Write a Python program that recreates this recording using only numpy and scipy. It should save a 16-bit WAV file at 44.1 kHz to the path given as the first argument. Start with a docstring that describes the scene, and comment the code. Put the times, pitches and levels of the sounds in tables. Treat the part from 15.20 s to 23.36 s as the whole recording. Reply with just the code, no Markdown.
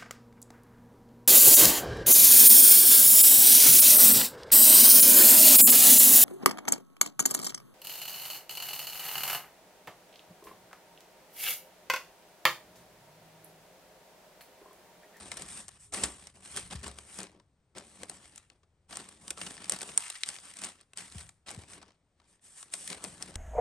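"""Sliding paper hisses and crinkles in short strokes: a hand lifts a stiff sleeve of cards off a tissue lining,
turns it over, lays it down and slides it about in a shallow box. Shaped noise makes the rub, noisy bursts make
creases snap and edges tap, and falling sines make the bowed sleeve pop through with a soft thump.
Landings ring as two sines; resonances stand for the box, a short noise tail for a small quiet room.
The pickup is close and wide, and the treble brightest near 9 kHz."""
import sys
import numpy as np
from scipy import signal
from scipy.fft import rfft, irfft, next_fast_len
from scipy.io import wavfile
from scipy.ndimage import uniform_filter1d, map_coordinates

SR = 44100
rng = np.random.default_rng(int(sys.argv[2]) if len(sys.argv) > 2 else 0)


def pcm_store(signal):
    """Save signal as 16-bit PCM."""
    levels = np.round(np.clip(np.atleast_2d(signal), -1, 1) * 32767)
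    wavfile.write(sys.argv[1], SR, levels.astype(np.int16).T)


N = 359856
TOP_HZ = 16300  # band limit


def amp(db):
    """Decibels to gain."""
    return 10 ** (np.asarray(db) / 20)


def unit(x):
    """Scaled to rms 1."""
    return x / np.sqrt(np.mean(x ** 2) + 1e-20)


def along(points, hz):
    """Reads a curve of (Hz, value) points on a log frequency axis."""
    point_hz, value = np.transpose(points)
    return np.interp(np.log(hz + 1), np.log(point_hz + 1), value)


def at_time(points, seconds):
    """Reads a curve of (s, value) points with straight lines between them."""
    return np.interp(seconds, *np.transpose(points))


def wobble(rate):
    """A smooth random curve, rate knots a second."""
    knots = rng.standard_normal(int(N * rate / SR) + 4)
    return map_coordinates(knots, [np.arange(N) * rate / SR])


def filtered(x, response):
    """x times a complex response of frequency."""
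    size = next_fast_len(N + SR // 2)
    hz = np.fft.rfftfreq(size, 1 / SR)
    return irfft(rfft(x, size) * response(hz), size)[..., :N]


def coloured(x, spectrum):
    """x through a (Hz, dB) spectrum, at rms 1."""
    return unit(filtered(x, lambda hz: amp(along(spectrum, hz))))


def causal(gain):
    """The minimum-phase response with this gain: it rings only after its cause."""
    cepstrum = irfft(np.log(np.maximum(gain, 1e-6)))
    half = len(cepstrum) // 2
    return np.exp(rfft(np.r_[cepstrum[0], 2 * cepstrum[1:half], np.zeros(half)]))


# spectrum shape of the room's still air: pitch_hz [Hz], density_db [dB per Hz]
AIR_COLOUR = [(20, -13), (55, -9.5), (110, -9.5), (200, -16), (500, -19.5), (1500, -29.5), (7000, -38.5),
              (8800, -32.5), (10300, -47), (14000, -66.5)]


def still_air():
    """Steady, faint noise weighted to the lows, with a small lift near 9 kHz."""
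    return amp(-75.5) * coloured(rng.standard_normal((2, N)), AIR_COLOUR)


# how long the room rings: pitch_hz [Hz], t60_s [s]
ROOM_DECAY = [(100, 0.6), (500, 0.13), (3000, 0.21), (9000, 0.2), (15000, 0.48)]


def room(x):
    """A diffuse noise tail, 4 ms late, whose decay time depends on frequency."""
    hz, t, z = signal.stft(rng.standard_normal((2, SR // 2)), SR, nperseg=256)
    decay = amp(-60 * t / along(ROOM_DECAY, hz)[:, None])
    tail = signal.istft(z * decay, SR, nperseg=256)[1]
    tail = np.pad(tail / np.linalg.norm(tail[0]), ((0, 0), (SR // 250, 0)))
    return signal.fftconvolve(x[None], tail, axes=1)[:, :N]


# air and card resonances of the box: centre_hz [Hz], width_hz [Hz], lift_db [dB, before the low shelf]
BOX_RESONANCES = [(189.7, 39, 8), (300, 23, 5), (360, 15, 3), (410.5, 11, 6.5), (715, 50, 2),
                  (1140, 52, 3.5), (1326, 42, 5.5), (1526, 20, 5.5), (1780, 170, 2.5)]


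def box(x):
    """The open box lifts a few narrow bands, over a gentle cut of up to 3.2 dB below about 2.2 kHz."""
    def gain(hz):
        lift_db = sum(db / (1 + (2 * (hz - centre) / width) ** 2) for centre, width, db in BOX_RESONANCES)
        shelf_db = -3.2 / (1 + (hz / 2200) ** 2)
        return amp(lift_db + shelf_db)
    return filtered(x, gain)


# the card bumping down on the lining: start_s [s], level_db [dB, nominal peak of the main ring], ring_hz [Hz]
LANDINGS = [(.8365, -29, 420), (2.036, -45, 376), (2.559, -40, 527), (2.58, -38.5, 538), (2.617, -46, 580),
            (2.832, -34, 500), (2.897, -43, 650), (2.916, -46, 737), (3.732, -42, 660), (4.31, -41, 258)]
BUMP_RISE_S, BUMP_T60_S = 0.00084, 0.037
BUMP_LOW_RATIO, BUMP_LOW_DB = .62, -9  # a slower bending of the card, re the main ring


def bumps():
    """The card lands softly on the tissue and rings briefly in two bending modes."""
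    out, t = np.zeros(N + SR), np.arange(SR // 2) / SR
    for start_s, level_db, ring_hz in LANDINGS:
        phase = 2 * np.pi * ring_hz * t
        ring = np.sin(phase) + amp(BUMP_LOW_DB) * np.sin(BUMP_LOW_RATIO * phase)
        envelope = (1 - np.exp(-t / BUMP_RISE_S)) * amp(level_db - 60 * t / BUMP_T60_S)
        out[round(start_s * SR):][:len(t)] += envelope * ring
    return out[:N]


# the sleeve popping through: start_s [s], level_db [dB, 2.5 dB is added before the decay],
# first_hz [Hz], settled_hz [Hz], t60_s [s]
POP_THROUGHS = [(0.827, -37.5, 174, 63, 0.3), (1.548, -33.5, 185, 68.6, 0.32),
                (1.653, -44.5, 106.8, 69.4, 0.49), (5.953, -36, 182, 75.5, 0.22),
                (6.374, -33, 176, 77, 0.11)]


def pops():
    """Bending waves run faster when short, so each pop slides down to the sleeve's slow flap."""
    out, t = np.zeros(N + SR), np.arange(SR // 2) / SR
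    for start_s, level_db, first_hz, settled_hz, t60_s in POP_THROUGHS:
        pitch_hz = settled_hz + (first_hz - settled_hz) * np.exp(-(t / 0.0099) ** 2)
        swell = 1 - np.exp(-(t / 0.0051) ** 2)
        decay = amp(level_db + 2.5 - 60 * t / t60_s)
        thump = np.sin(2 * np.pi * np.cumsum(pitch_hz) / SR)
        out[round(start_s * SR):][:len(t)] += swell * decay * thump
    return out[:N]


# small creases that give way by chance while paper moves
STRAY_PER_S, STRAY_DB, STRAY_SPREAD_DB = 36, 7, 4.5  # rate; level over the stroke and its +/- scatter
STRAY_BODY_DB, STRAY_KNOCK_DB, STRAY_TINT_DB = 1, 3.5, 5.5  # colour re the stroke's and its +/- scatter
STRAY_BUCKLING_S, STRAY_FACET_HZ = 0.00025, 2780  # middle values, scattered up to an octave either way


def stray_creases(hiss_db, scrape_db, flex_db, count=400):
    """Snaps at random moments, with level and colour set by the stroke that bends the paper."""
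    times = np.cumsum(rng.exponential(size=count)) / STRAY_PER_S
    times = times[times < (N - 1) / SR]
    scatter = 2 * rng.random((count, 5)) - 1
    rows = []
    for start_s, (strength, body, knock, length, facet) in zip(times, scatter):
        i = int(start_s * SR)
        stroke_db = (hiss_db[i] + scrape_db[i]) / 2
        level_db = stroke_db + STRAY_DB + STRAY_SPREAD_DB * strength
        body_db = scrape_db[i] - stroke_db + STRAY_BODY_DB + STRAY_TINT_DB * body
        knock_db = flex_db[i] - stroke_db + STRAY_KNOCK_DB + STRAY_TINT_DB * knock
        buckling_s, facet_hz = STRAY_BUCKLING_S * 2 ** length, STRAY_FACET_HZ * 2 ** facet
        rows.append((start_s, level_db, body_db, knock_db, buckling_s, facet_hz))
    return rows


# creases snapping and edges tapping: start_s [s], level_db [treble dB over 1 ms, before a 3 dB cut],
# body_db [dB re treble, before a 6.5 dB cut], knock_db [dB re treble, before an 8 dB cut],
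# buckling_s [s], facet_hz [Hz, ring of the facet]
CREASES = [(.1166, -26, 5.5, 1.5, .0014, 2150), (.1274, -41, 3, 0, .0003, 7280),
           (.1705, -28, 1.5, -1, .002, 5560), (.2205, -29.5, 1, -6, .0007, 6900),
           (.4815, -33.5, -1, -2, .0008, 7100), (.4896, -40, 5, 3, .0006, 7300),
           (.724, -38, 7, 6, .0028, 7190), (.738, -24, -3, 0.5, .00066, 5900),
           (.7445, -26.5, 5.5, -2.5, .00095, 4460), (.836, -16, 4.5, -1, .0013, 8050),
           (.8392, -23, 7, 3, .0038, 7300), (1.0704, -36, 3, -1, .00094, 5600),
           (1.3636, -24.5, -4, -18, .0003, 1810), (1.3714, -21.5, 4, -0.5, .002, 1570),
           (1.5567, -36, 2, 1, .00069, 4260), (1.5616, -48, 15, 6, .0005, 2020),
           (1.631, -39, 2, -5, .00069, 5470), (1.641, -34, 5.5, 3, .0015, 1610),
           (1.6642, -39.5, 8.5, 11.5, .00076, 1100), (1.6798, -31.5, -6, 6, .00052, 4350),
           (1.7863, -34, 4, 3, .00077, 3420), (1.988, -28, -1.5, 0.5, .00067, 5400),
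           (2.0038, -31.5, 2.5, 4, .0005, 1850), (2.0314, -32, -0.5, -5, .0006, 6900),
           (2.039, -52, 15, 16, .0004, 810), (2.068, -52, 15.5, 10, .00077, 1010),
           (2.1985, -60, 14, 17, .0012, 1010), (2.5823, -33.5, 4.5, -3, .0012, 7300),
           (2.8332, -30, 3, 1, .0005, 1960), (2.8965, -26, -3, -3.5, .00059, 4300),
           (3.1592, -36.5, -8, -16, .00044, 2630), (3.1786, -36.5, 1.5, -4, .0008, 6900),
           (3.3004, -51.5, 12.5, 5, .00055, 2670), (3.432, -69.5, 17, 20, .0024, 1380),
           (3.708, -48, 11, 12, .0007, 2375), (3.7257, -39, 10, 6, .0014, 4690),
           (3.7572, -34, 5.5, -3, .00053, 6070), (3.7705, -26.5, 1, 1.5, .00056, 7100),
           (3.8884, -36, -1.5, -1, .00093, 1740), (4.0799, -30.5, 1.5, -2, .0005, 3770),
           (4.1054, -20, 0, -5.5, .0012, 2440), (4.1747, -49, 18, 20.5, .0003, 1330),
           (4.1816, -37.5, 5, 7, .00034, 1140), (4.2145, -28.5, 8, 5, .0014, 2800),
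           (4.233, -42, 12, -2, .0008, 2240), (4.265, -33.5, 10.5, 6, .0021, 2900),
           (4.307, -40, 11, 10.5, .001, 497), (4.3678, -49.5, 15.5, 16, .00049, 5000),
           (4.3788, -51.5, 20, 11.5, .0003, 1780), (4.4432, -37.5, 9, 3.5, .0005, 5000),
           (4.4566, -39, 4, -9, .0006, 2560), (4.4848, -42.5, 3, 4, .0003, 1380),
           (4.4963, -15.5, -6, -8, .00025, 7800), (4.5215, -18.5, -2.5, -3.5, .0002, 5400),
           (4.5884, -32, -10, -2.5, .00017, 4590), (4.6087, -36.5, 11, -0.5, .0004, 4500),
           (4.6164, -24.5, -1, -2, .0013, 1560), (4.629, -28.5, 3, 5, .0016, 3300),
           (4.69, -36, 7, 6, .002, 2700), (4.7168, -47, 12, 5, .0004, 1980),
           (4.7765, -11, -3, -9, .00016, 8800), (4.9008, -24, .5, -5.5, .0011, 3900),
           (4.9546, -39, 13.5, 1, .0028, 1980), (5.0347, -22.5, 11, -14.5, .00006, 3900),
           (5.0613, -34.5, -2, -16, .0003, 5210), (5.0888, -20.5, -2.5, -8.5, .0003, 4850),
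           (5.1015, -38, 6, -6.5, .0005, 5380), (5.164, -42, 12, -1, .0004, 6550),
           (5.186, -46, 13, 9, .0006, 4610), (5.3381, -38.5, 0, -14, .0006, 1960),
           (5.3695, -34.5, -2, -14, .00055, 2310), (5.3886, -36.5, 4, -10, .0006, 6610),
           (5.4184, -30.5, -3, 0, .00047, 1530), (5.4373, -27, 0.5, 0, .0006, 4430),
           (5.4448, -28.5, 3, -18, .00048, 6830), (5.4494, -28.5, -5, -9, .00057, 7100),
           (5.6109, -45.5, 1, -1, .00082, 4280), (5.7342, -42.5, 3.5, 2.5, .00035, 2690),
           (5.7737, -27.5, -1.5, -25, .00055, 4830), (5.783, -31, 4, -7, .0026, 3100),
           (5.9224, -40.5, 3, -7, .0005, 4100), (5.9826, -35, 0.5, -7, .00073, 3060),
           (6.0914, -40, 3, 0, .00081, 7040), (6.2905, -35, 7, -16, .0004, 1980),
           (6.3059, -32.5, -1, 5, .00039, 825), (6.313, -32.5, -2, 0.5, .0005, 2500),
           (6.3468, -38, -3, 2, .0004, 4590), (6.4356, -51, 12, 14, .00067, 2300),
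           (6.5335, -42.5, 7, -4, .001, 5730), (6.628, -49.5, 13, 15.5, .00061, 1510),
           (6.7062, -65, 15, 19, .0005, 2160), (7.0, -65.5, 15, 20, .001, 4110),
           (7.0174, -73, 15.5, 21, .0006, 820), (7.1945, -71, 13, 12, .0005, 1890),
           (7.4284, -35, 2, -.5, .0007, 1150), (7.5378, -19.5, -1, -6, .0012, 2670),
           (7.6764, -26, -1, -11, .00067, 1860), (7.7022, -32, 7, -3, .00047, 6100),
           (7.7284, -29.5, 6, 0, .00083, 1250), (7.841, -24, -8, -3, .0003, 1010),
           (7.8469, -33, 7.5, 3.5, .0009, 900), (8.0245, -24, 0, -10, .00087, 5370),
           (8.1559, -29, 4, -2, .0008, 7200)]
# where on the sheet the creases give way: time_s [s], lean [-1 right to 1 left]
CREASE_LEAN = [(.1, 0.078), (.6, 0.39), (.85, -.25), (1.37, -.25), (1.7, 0.3), (3.3, 0.5), (4.1, -0.28),
               (5.0, .3), (5.8, 0.16), (7.5, 0.64)]
# added treble of the snaps above 11 kHz: pitch_hz [Hz], lift_db [dB]
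SNAP_TREBLE_LIFT = [(11000, 0), (12500, 10), (16000, 5)]
# spectrum shapes of snapping paper (the treble also colours the hiss): pitch_hz [Hz], density_db [dB per Hz]
TREBLE_COLOUR = [(3500, -27), (5500, -5), (6800, -4), (7700, 2.5), (8800, 6), (9500, 5), (10200, -2.5),
                 (11000, -7.5), (12000, -26.5), (13200, -43.5), (15200, -39.5), (16300, -43)]
BODY_COLOUR = [(500, -30), (1000, -14.5), (1500, -6), (2000, 5), (3200, 4), (5200, 2.5), (6500, -1),
               (8500, -14.5), (11000, -52)]
KNOCK_COLOUR = [(60, -28.5), (150, -16), (300, 0), (700, 6.5), (1100, 5.5), (1600, -0.5), (3000, -48.5)]
FACET_DB, FACET_Q = 8, 7  # how far a facet's ring stands out, and its sharpness
FIRST_JUMP = 7.2  # base size of the first clean jump, re the noisy burst that follows
CLEAN_JUMP_S = 0.00013  # the jump grows steeply when buckling is quicker than this


def snaps(rows, size=4096):
    """A crease gives way in a short burst that rings its facet of the sheet; low bending lasts longest."""
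    t, hz = np.arange(size) / SR, np.fft.rfftfreq(size, 1 / SR)
    colours = (TREBLE_COLOUR, BODY_COLOUR, KNOCK_COLOUR)
    treble, body, knock = [unit(amp(along(colour, hz))) for colour in colours]
    shiver, bending = amp(-4.5 - 60 * t / 0.027), amp(-2.5 - 60 * t / 0.061)
    out = np.zeros((2, N + size))
    noises = rng.standard_normal((len(rows), 2, size))
    for (start_s, level_db, body_db, knock_db, buckling_s, facet_hz), noise in zip(rows, noises):
        burst = np.exp(-(t / (4.2 * buckling_s)) ** 2)
        ring_db = FACET_DB / (1 + (2 * FACET_Q * (hz / facet_hz - 1)) ** 2)
        facet = amp(ring_db + along(SNAP_TREBLE_LIFT, hz))
        bright = np.hypot(treble, amp(body_db - 6.5) * body)
        low = amp(knock_db - 8.0) * knock
        lean = at_time(CREASE_LEAN, start_s)
        for tail, colour in (shiver, facet * bright), (bending, facet * low):
            drive = noise * (burst + tail)
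            drive[0, 0] += FIRST_JUMP * (1 + (CLEAN_JUMP_S / buckling_s) ** 2)
            crack = irfft(rfft(drive) * causal(colour))
            energy = np.mean(colour ** 2) * SR / 1000  # as if the level held for 1 ms
            crack *= np.sqrt(energy / np.sum(crack ** 2, axis=1, keepdims=True))
            # a side signal that resembles the middle pulls the snap to one side
            crack[1] = lean * crack[0] + np.sqrt(1 - lean ** 2) * crack[1]
            out[:, min(round(start_s * SR), N):][:, :size] += amp(level_db - 3.0) * crack
    return out[:, :N]


# strokes of paper on paper: start_s [s], attack_s [s, speeding up], hold_s [s], t60_s [s, coming to rest],
# hiss_db [dB, before a 2.5 dB cut], scrape_db [dB, pressed paper], flex_db [dB, bending card]
HAND_STROKES = [(-.02, 0.014, .14, .07, -50.5, -53.5, -55.5), (0.112, 0.07, 0.036, .36, -46, -49, -50.5),
                (0.242, 0.06, 0.11, 0.23, -43.5, -51.5, -56), (0.486, 0.02, .05, .2, -58.5, -62, -68),
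                (0.582, 0.027, 0.036, 0.25, -53, -66, -77), (0.72, 0.014, 0.12, 0.45, -38, -44, -44),
                (0.971, .055, .045, 0.22, -56.5, -59, -63), (1.137, 0.0117, 0.01, .6, -58.5, -63, -58),
                (1.211, 0.045, 0.15, 0.21, -48, -54.5, -62), (1.326, 0.054, .005, 0.343, -41, -46, -50),
                (1.5, 0.0072, 0.026, 0.37, -48, -48, -53), (1.623, 0.016, 0.039, 0.32, -48.5, -49.5, -50),
                (1.748, 0.0336, 0.0055, 0.67, -53, -58.5, -59),
                (1.833, 0.11, 0.06, 0.19, -46.5, -56, -60.5),
                (1.978, 0.0098, 0.034, 0.33, -55.5, -51, -50.5),
                (2.075, 0.04, 0.056, 0.34, -93, -76.5, -65), (2.548, 0.017, 0.0091, 0.3, -53.5, -51.5, -50),
                (2.602, 0.064, .15, 0.37, -57, -64, -63), (2.794, 0.012, 0.03, .2, -58.5, -57, -53),
                (2.873, .02, 0.055, 0.65, -53.5, -58, -59.5), (3.003, 0.025, .04, 0.215, -56.5, -60, -65),
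                (3.107, 0.025, .03, 0.5, -63, -65, -69), (3.298, 0.0069, .015, 0.2, -74.5, -68, -65.5),
                (3.681, 0.052, 0.0275, 0.87, -48, -50.5, -51.5), (3.977, .13, .006, 0.23, -51, -57.5, -54),
                (4.158, 0.036, .06, 0.86, -45, -51, -53.5), (4.356, 0.044, 0.1, 0.28, -52, -52, -56.5),
                (4.495, .03, 0.02, 0.34, -43, -44, -49.5), (4.586, 0.018, 0.096, .9, -47.5, -53.5, -55.5),
                (4.782, 0.014, 0.029, 1.4, -44.5, -48.5, -80), (5.046, 0.022, .03, 0.69, -43.5, -49.5, -61),
                (5.196, 0.05, 0.052, .35, -51.5, -55.5, -64.5), (5.342, .025, 0.037, 0.25, -52, -55.5, -63),
                (5.396, 0.042, 0.026, 0.27, -42, -44.5, -51.5),
                (5.578, 0.028, 0.0055, 0.098, -66.5, -58, -69), (5.755, 0.03, 0.0046, 0.48, -43, -47, -55),
                (5.907, 0.0138, 0.091, 0.34, -50.5, -55.5, -62.5),
                (6.259, 0.017, 0.018, 0.17, -46, -45.5, -53),
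                (6.298, 0.0237, 0.081, 0.53, -56.5, -57.5, -57.5),
                (6.45, 0.089, 0.013, 0.2, -50, -54.5, -58.5), (6.547, 0.024, 0.022, .35, -69.5, -57.5, -54),
                (6.671, .01, .015, .25, -82, -67.5, -77), (6.956, .08, 0.018, 0.77, -78, -73.5, -78),
                (7.057, .03, 0.067, .11, -67, -75, -75.5), (7.208, 0.037, .115, .29, -55.5, -66.5, -75),
                (7.351, 0.03, 0.039, 0.14, -45.5, -58, -72), (7.432, 0.032, .04, .2, -64.5, -67.5, -71),
                (7.509, 0.029, 0.19, .14, -44, -55, -62), (7.68, .022, .01, 0.68, -47, -47.5, -49),
                (7.808, 0.034, 0.043, 0.625, -47.5, -53.5, -53),
                (7.981, 0.029, 0.021, 0.95, -53, -54, -53.5)]
UNSTEADY_DB, UNSTEADY_PER_S = 1.0, 28  # the hand's pressure wavers within a stroke


def handling():
    """Hiss, scrape and flex levels in dB: strokes gather speed, hold and die away under a wavering hand."""
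    t, power = np.arange(N) / SR, np.full((3, N), 1e-12)
    for start_s, attack_s, hold_s, t60_s, *levels_db in HAND_STROKES:
        now = slice(*np.searchsorted(t, [start_s, start_s + attack_s + hold_s + t60_s]))
        age = t[now] - start_s
        slowing = amp(-60 * np.maximum(age - attack_s - hold_s, 0) / t60_s)
        speed = np.clip(age / attack_s, 0, 1) * slowing
        power[:, now] += np.outer(amp(levels_db), speed) ** 2
    return 10 * np.log10(power) + UNSTEADY_DB * wobble(UNSTEADY_PER_S)


def crinkles(rate, spread_db, life):
    """Power of many tiny buckles of random size, each dying within milliseconds; mean 1."""
    happens = rng.random(N) < rate / SR
    sizes = amp(spread_db * np.minimum(rng.standard_normal(N), 1.4)) * happens
    power = signal.lfilter([1], [1, -np.exp(-1 / (life * SR))], sizes ** 2)
    return power / power.mean()


def patchy(x, depth_db):
    """The sheet's shape keeps changing, so narrow ranges swell and sink for a few tens of milliseconds."""
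    z = signal.stft(x, nperseg=512)[2]
    field = uniform_filter1d(rng.standard_normal(z.shape[1:]), size=4, axis=0)  # across frequency
    field = uniform_filter1d(field, size=7, axis=1)  # across time
    return signal.istft(z * amp(depth_db * unit(field)), nperseg=512)[1][:, :N]


# the air gap under the card, pressed ever flatter: time_s [s], resonance_hz [Hz]
AIR_GAP = [(4.791, 609), (4.87, 1050), (4.95, 1450), (5.04, 1770)]
GAP_Q, GAP_DEPTH, GAP_FADE_S = 1.1, 0.6, .02  # sharpness; share of the rub leaving through it; fade in and out


def through_gap(x):
    """The flattening gap is a resonant high-pass that climbs, so the rub thins from below."""
    hz, t, z = signal.stft(x, SR, nperseg=512)
    gap_s = np.transpose(AIR_GAP)[0]
    ratio = hz[:, None] / at_time(AIR_GAP, t)
    gain = ratio ** 2 / np.hypot(1 - ratio ** 2, ratio / GAP_Q)
    fade = np.clip(np.minimum(t - gap_s[0], gap_s[-1] - t) / GAP_FADE_S, 0, 1)
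    share = GAP_DEPTH * fade
    return signal.istft(z * (1 - share + share * gain), SR, nperseg=512)[1][:, :N]


# low rumble as the whole sleeve is moved: time_s [s], level_db [dB]
SLEEVE_SWAY = [(0, -59), (.7, -65.5), (1.25, -66), (1.45, -50), (1.7, -58), (1.95, -69), (2.5, -72.5),
               (2.92, -65), (3.55, -73.5), (4.3, -63.5), (4.9, -76), (5.7, -78.5), (6.05, -53.5),
               (6.22, -81.5), (6.35, -57), (6.85, -82), (7.4, -78), (8.1, -60)]
# spectrum shapes of pressed rub, bending card and low rumble: pitch_hz [Hz], density_db [dB per Hz]
SCRAPE_COLOUR = [(400, -24.5), (750, 2.5), (1100, 3), (1500, 3), (1950, 4.5), (3000, 4), (4000, 1),
                 (5200, -0.5), (6500, -5.5), (8500, -16.5), (11000, -43)]
FLEX_COLOUR = [(70, -33), (130, -1), (185, 2.5), (260, 1.5), (420, -0.5), (560, -0.5), (780, -3.5),
               (1100, -5.5), (2200, -53)]
RUMBLE_COLOUR = [(20, -27.5), (35, -9.5), (50, 0.5), (75, 5), (110, -1.5), (160, -4), (300, -55)]
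FLEX_AIR_DB = -11.5  # air pushed by the flexing card, re its own sound


def sliding(hiss_db, scrape_db, flex_db):
    """Fibres rub into a hiss; the harder the paper is pressed, the more of it is crinkle."""
    sway_db = at_time(SLEEVE_SWAY, np.arange(N) / SR)
    moving = np.clip((scrape_db + 87.5) / 16, 0, 1)  # paper at rest does not buckle
    share = moving * np.clip(0.63 + 0.044 * (scrape_db - hiss_db), .05, .92)
    grains = crinkles(rate=480, spread_db=8.0, life=0.0017)
    grip = amp(2.0 * share * wobble(90))  # a pressed contact catches and lets go
    texture = grip * np.sqrt(1 - share + share * grains)

    def rub(colour):
        return coloured(patchy(rng.standard_normal((2, N)) * texture, depth_db=2), colour)

    hiss = amp(hiss_db - 2.5) * rub(TREBLE_COLOUR)
    scrape = amp(scrape_db) * rub(SCRAPE_COLOUR)
    flex = amp(flex_db) * rub(FLEX_COLOUR)
    rumble_gain = np.hypot(amp(sway_db), amp(flex_db + FLEX_AIR_DB))
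    rumble = rumble_gain * coloured(rng.standard_normal((2, N)), RUMBLE_COLOUR)
    return hiss + through_gap(scrape + flex) + rumble


def dispersed(x):
    """Low bending waves cross the sheet later than high ones: delay goes as one over root frequency."""
    # crossing time at this frequency; the crossing time at TOP_HZ is subtracted below
    delay_s, at_hz = .0006, 1000

    def lag(hz):
        cycles = delay_s * (2 * np.sqrt(at_hz * hz) - hz * np.sqrt(at_hz / TOP_HZ))
        return np.exp(-2j * np.pi * cycles)
    return filtered(x, lag)


# likeness of the two sides: pitch_hz [Hz], likeness [correlation, 1 is the same]
SIDES_ALIKE = [(60, .98), (300, .97), (700, .87), (1400, .68), (3000, .64), (6000, .68), (8500, .95),
               (12000, .93)]


def ports(pair):
    """A middle and a side signal become a left and a right that are partly alike."""
    def weights(hz):
        turn = np.arccos(np.clip(along(SIDES_ALIKE, hz), -1, 1)) / 2
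        return np.array([np.cos(turn), np.sin(turn)])
    mid, side = filtered(pair, weights)
    return np.array([mid + side, mid - side])


def scene():
    """Paper in the box, the room's answer and its still air."""
    levels = handling()
    paper = dispersed(sliding(*levels) + snaps(CREASES) + snaps(stray_creases(*levels)))
    paper[0] += pops() + bumps()  # in the middle: the long waves reach both ports alike
    return ports(box(paper) + amp(-18) * room(paper[0]) + still_air())


# level of left over right: pitch_hz [Hz], level_db [dB]
LEFT_OVER_RIGHT = [(60, 2), (200, 2.2), (380, 1.1), (700, 3.8), (1300, 2.6), (4400, 2.2), (8100, .7),
                   (12000, -.6)]
# phase by which left leads right: pitch_hz [Hz], lead_rad [radians]
LEFT_LEAD = [(100, 0), (1900, .1), (2750, 1.4), (3800, .5), (7600, .7), (8600, 0), (10000, -2.8),
             (12700, -7), (15000, -12)]


def record(dry):
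    """The two ports differ in level and phase; nothing is kept above the band limit."""
    sides = np.array([[.5], [-.5]])  # each port takes half the difference

    def pickup(hz):
        return amp(sides * along(LEFT_OVER_RIGHT, hz)) * np.exp(1j * sides * along(LEFT_LEAD, hz))
    heard = filtered(dry, pickup)
    return filtered(heard, lambda hz: hz < TOP_HZ)


dry = scene()
out = record(dry)
pcm_store(out)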